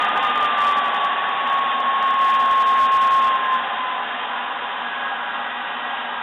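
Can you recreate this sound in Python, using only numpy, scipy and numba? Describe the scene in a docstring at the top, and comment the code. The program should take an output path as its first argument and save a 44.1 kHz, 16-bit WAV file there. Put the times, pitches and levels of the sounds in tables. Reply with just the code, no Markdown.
"""An antique upright vacuum cleaner runs in a tiled room, its motor slowing from about 174 to 136 turns a second.
Shaped noise makes the rushing air; a seven-blade fan whistles at seven times the shaft speed.
Armature slots whine at eleven times the shaft speed, and the mains hum at 120 and 240 Hz in the housing.
A small camera with a narrow band picks it up; its fast limiter overloads when the whistle swells."""
import sys
import numpy as np
from scipy.fft import rfft, irfft, next_fast_len
from scipy.io import wavfile
from scipy.ndimage import map_coordinates
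from numba import njit

SR = 44100
rng = np.random.default_rng(int(sys.argv[2]) if len(sys.argv) > 2 else 0)


def generate_wav(sig):
    """Save sig (samples, or channels by samples) to the path in sys.argv[1] as 16-bit PCM at SR."""
    pcm = np.round(np.clip(np.atleast_2d(sig).T, -1, 1) * 32767).astype(np.int16)
    wavfile.write(sys.argv[1], SR, pcm)


N = 274302

BLADES, SLOTS = 7, 11
CRUISE_HZ = 154  # shaft speed at which the air and whistle base levels apply
MAGNET_HZ = 120  # two field pulses per mains cycle


def amp(db):
    """Decibels to gain."""
    return 10 ** (np.asarray(db) / 20)


def unit(x):
    """Scale to rms 1."""
    return x / np.sqrt(np.mean(x ** 2) + 1e-20)


def along(points, hz):
    """Read (f/Hz, value) points on a log frequency axis."""
    f, value = np.transpose(points)
    return np.interp(np.log(hz + 1), np.log(f + 1), value)


def lift_db(resonances, hz):
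    """Sum of the resonance lifts, in dB, at a frequency."""
    return sum(db / (1 + (2 * (hz - centre) / width) ** 2) for centre, width, db in resonances)


def wobble(rate_hz):
    """Smooth random curve with rate_hz knots a second."""
    knots = rng.standard_normal(int(N * rate_hz / SR) + 4)
    return map_coordinates(knots, [np.arange(N) * rate_hz / SR])


def filtered(x, response):
    """Multiply the spectrum of x by a response of frequency."""
    size = next_fast_len(N + SR // 2)
    spectrum = rfft(x, size) * response(np.fft.rfftfreq(size, 1 / SR))
    return irfft(spectrum, size)[:N]


def tone(cycles, rough, rate_hz):
    """Sine of rms 1 whose size and phase flutter randomly."""
    flutter = 1 + rough * (wobble(rate_hz) + 1j * wobble(rate_hz))
    return unit(np.real(flutter * np.exp(2j * np.pi * cycles)))


# motor shaft speed: t/s, f/Hz
SHAFT_SPEED = [(0.0, 174.5), (0.28, 174.25), (0.57, 167.55), (0.9, 162.68), (1.2, 159.88), (1.45, 158.07),
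               (1.76, 156.32), (2.1, 155.32), (2.75, 154.11), (3.2, 153.78), (3.45, 149.89), (3.7, 146.85),
               (3.96, 144.78), (4.26, 142.38), (4.62, 140.21), (5.0, 138.73), (5.35, 137.74), (6.22, 136.2)]


def shaft_speed():
    """Shaft speed in Hz at each sample, as the motor slows."""
    t, hz = np.transpose(SHAFT_SPEED)
    return np.interp(np.arange(N) / SR, t, hz)


# spectral density of the rushing air: f/Hz, level/dB per Hz (relative)
AIR_SPECTRUM = [(25, -46.5), (70, -43.5), (120, -37.5), (200, -24), (340, -27.5), (450, -22), (650, -29.5),
                (800, -4), (1150, -20), (1400, -13.5), (1900, -12), (2200, -16.5), (3200, -14.5),
                (3750, -22)]
# resonances of fan case, nozzle and room: f/Hz, width/Hz, lift/dB
CAVITY_RESONANCES = [(247.4, 38, 9.5), (297, 24, 5.5), (404, 43, 5), (490, 22, 4.5), (550, 88, 9),
                     (619, 78, 12.5), (706.7, 54, 11), (880, 16, 0), (980, 26, 3), (1006, 29, 5),
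                     (1072, 38, 15.5), (1181, 109, 15), (1294, 23, 7.5), (1342, 38, 6), (1499, 65, 6.5),
                     (1661, 110, 5.5), (1830, 80, 4.5), (2042, 72, 4), (2390, 27, 4), (2503, 24, 9),
                     (2774, 110, 6), (3150, 81, 5.5), (3460, 160, 5.5), (3626, 41, 9.5)]


def air_colour(hz):
    """Gain of turbulence heard through the machine's resonances."""
    return amp(along(AIR_SPECTRUM, hz) + lift_db(CAVITY_RESONANCES, hz))


def air(speed, split_hz=1250, roar_db=-26.5, hiss_db=-27.0, roar_db_per_octave=21, hiss_db_per_octave=18.5):
    """Turbulence: a roar in the fan case and a hiss at the nozzle, both easing as the motor slows."""
    def low_share(hz):
        return 1 / (1 + (hz / split_hz) ** 6)

    def roar_response(hz):
        return air_colour(hz) * np.sqrt(low_share(hz))

    def hiss_response(hz):
        return air_colour(hz) * np.sqrt(1 - low_share(hz))

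    octaves = np.log2(speed / CRUISE_HZ)
    roar = unit(filtered(rng.standard_normal(N), roar_response))
    hiss = unit(filtered(rng.standard_normal(N), hiss_response))
    roar_level_db = roar_db + roar_db_per_octave * octaves + 0.28 * wobble(9.8)
    hiss_level_db = hiss_db + hiss_db_per_octave * octaves + 0.41 * wobble(14)
    return roar * amp(roar_level_db) + hiss * amp(hiss_level_db)


# peaks and notches of fan case and room that the whistle slides through: f/Hz, width/Hz, lift/dB
WHISTLE_RESONANCES = [(990, 5, 4.5), (1001.5, 4, -9), (1018, 10, 7), (1031.5, 7, -7.5), (1041.5, 10, 12),
                      (1072.5, 40, 18.4), (1087, 6, 2.8), (1101.5, 4.5, 5.2), (1128, 10, 6),
                      (1160.5, 25, 10.6), (1201, 24, 7.2), (1212.5, 5, -9)]
# motor housing, crossed by the whistle's octave and the slot whine: f/Hz, width/Hz, lift/dB
HOUSING_RESONANCES = [(1526, 42, 17), (1620, 16, 8), (1645, 38, 17), (1704, 32, 13), (1756, 26, 15),
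                      (1833, 28, 11), (1917, 44, 12.5), (2040, 14, 13)]


def fan(speed, turns, whistle_db=-33.5, whistle_db_per_octave=39, waver_db=0.73, waver_hz=18,
        flutter_db=-35.5, octave_db=-53.5):
    """Blades pass the outlet: whistle and octave swell on resonances; uneven inflow adds a flutter."""
    blade_hz, blade_cycles = BLADES * speed, BLADES * turns
    effort_db = whistle_db_per_octave * np.log2(speed / CRUISE_HZ)
    level_db = whistle_db + effort_db + lift_db(WHISTLE_RESONANCES, blade_hz) + waver_db * wobble(waver_hz)
    whistle = amp(level_db) * tone(blade_cycles, rough=0.026, rate_hz=45)
    flutter = amp(flutter_db + effort_db) * wobble(45) * np.cos(2 * np.pi * blade_cycles)
    octave_level_db = octave_db + lift_db(HOUSING_RESONANCES, 2 * blade_hz)
    octave = amp(octave_level_db) * tone(2 * blade_cycles, rough=0.2, rate_hz=9.5)
    return whistle + flutter + octave


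def whine(hz, cycles):
    """Slot tone swelling on each housing resonance it crosses."""
    return amp(lift_db(HOUSING_RESONANCES, hz)) * tone(cycles, rough=0.18, rate_hz=12)


# weak shaft tones: multiple of shaft speed, field sideband number,
# level/dB at full speed, level/dB at lowest speed
SHAFT_TONES = [(4, 0, -42, -60.5), (9, 0, -59, -48), (10, -1, -63, -45), (10, 0, -57, -48.5),
               (11, -1, -41.5, -43), (12, 0, -56.5, -44.5), (20, 0, -48, -56.5), (21, 0, -56, -59),
               (22, 0, -58, -46), (23, 0, -61, -53.5), (26, 0, -65, -58.5), (28, 0, -63, -56.5)]


def motor(speed, turns, slot_db=-53.5, sideband_db=-53.5):
    """Armature slots whine through the housing; the pulsing field puts sidebands on the shaft tones."""
    field_cycles = MAGNET_HZ * np.arange(N) / SR
    slot_hz, slot_cycles = SLOTS * speed, SLOTS * turns
    sound = amp(slot_db) * whine(slot_hz, slot_cycles)
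    sound += amp(sideband_db) * whine(slot_hz + MAGNET_HZ, slot_cycles + field_cycles)
    slowed = (speed.max() - speed) / np.ptp(speed)  # 0 at full speed, 1 at lowest
    for order, sideband, fast_db, slow_db in SHAFT_TONES:
        cycles = order * turns + sideband * field_cycles
        level_db = fast_db + (slow_db - fast_db) * slowed
        sound += amp(level_db) * tone(cycles, rough=0.79, rate_hz=8)
    return sound


def hum(buzz_db=-52, base_db=-68):
    """The pulsing field shakes the housing, mostly at twice its own rate."""
    field_cycles = MAGNET_HZ * np.arange(N) / SR
    buzz = amp(buzz_db) * tone(2 * field_cycles, rough=1.0, rate_hz=12)
    base = amp(base_db) * tone(field_cycles, rough=0.3, rate_hz=4.4)
    return buzz + base


def scene():
    """One shaft speed drives air, fan and motor; the hum keeps the mains rate."""
    speed = shaft_speed()
    turns = np.cumsum(speed) / SR
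    return (air(speed) + fan(speed, turns) + motor(speed, turns) + hum())[None]


@njit
def held_peak(size, keep):
    """Follow each peak at once, then decay by the factor keep a sample."""
    held = size.copy()
    for i in range(1, len(held)):
        held[i] = max(size[i], held[i - 1] * keep)
    return held


def record(dry, band_hz=3850, top_hz=15900, ceiling=0.27, release_s=0.0048,
           thump_db=-26, thump_hz=110, coupling_hz=35, floor_db=-97):
    """Camera: steep low-pass, then a fast limiter that pins peaks, rasps and leaks a soft thump as it ducks."""
    def band_response(hz):
        return amp(-5 * np.clip((hz - band_hz) / 145 + 1, 0, 5) ** 2)  # -5 dB at band_hz

    def thump_response(hz):
        high_pass = 1j * hz / (coupling_hz + 1j * hz)
        return high_pass / (1 + 1j * hz / thump_hz)

    narrow = filtered(dry[0], band_response)
    peak = held_peak(np.abs(narrow), np.exp(-1 / (release_s * SR)))
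    gain = ceiling / np.maximum(peak, ceiling)
    thump = amp(thump_db) * filtered(gain - 1, thump_response)
    noise_floor = amp(floor_db) * rng.standard_normal(N)
    limited = narrow * gain + thump + noise_floor
    return filtered(limited, lambda hz: hz < top_hz)[None]


dry = scene()
out = record(dry)
generate_wav(out)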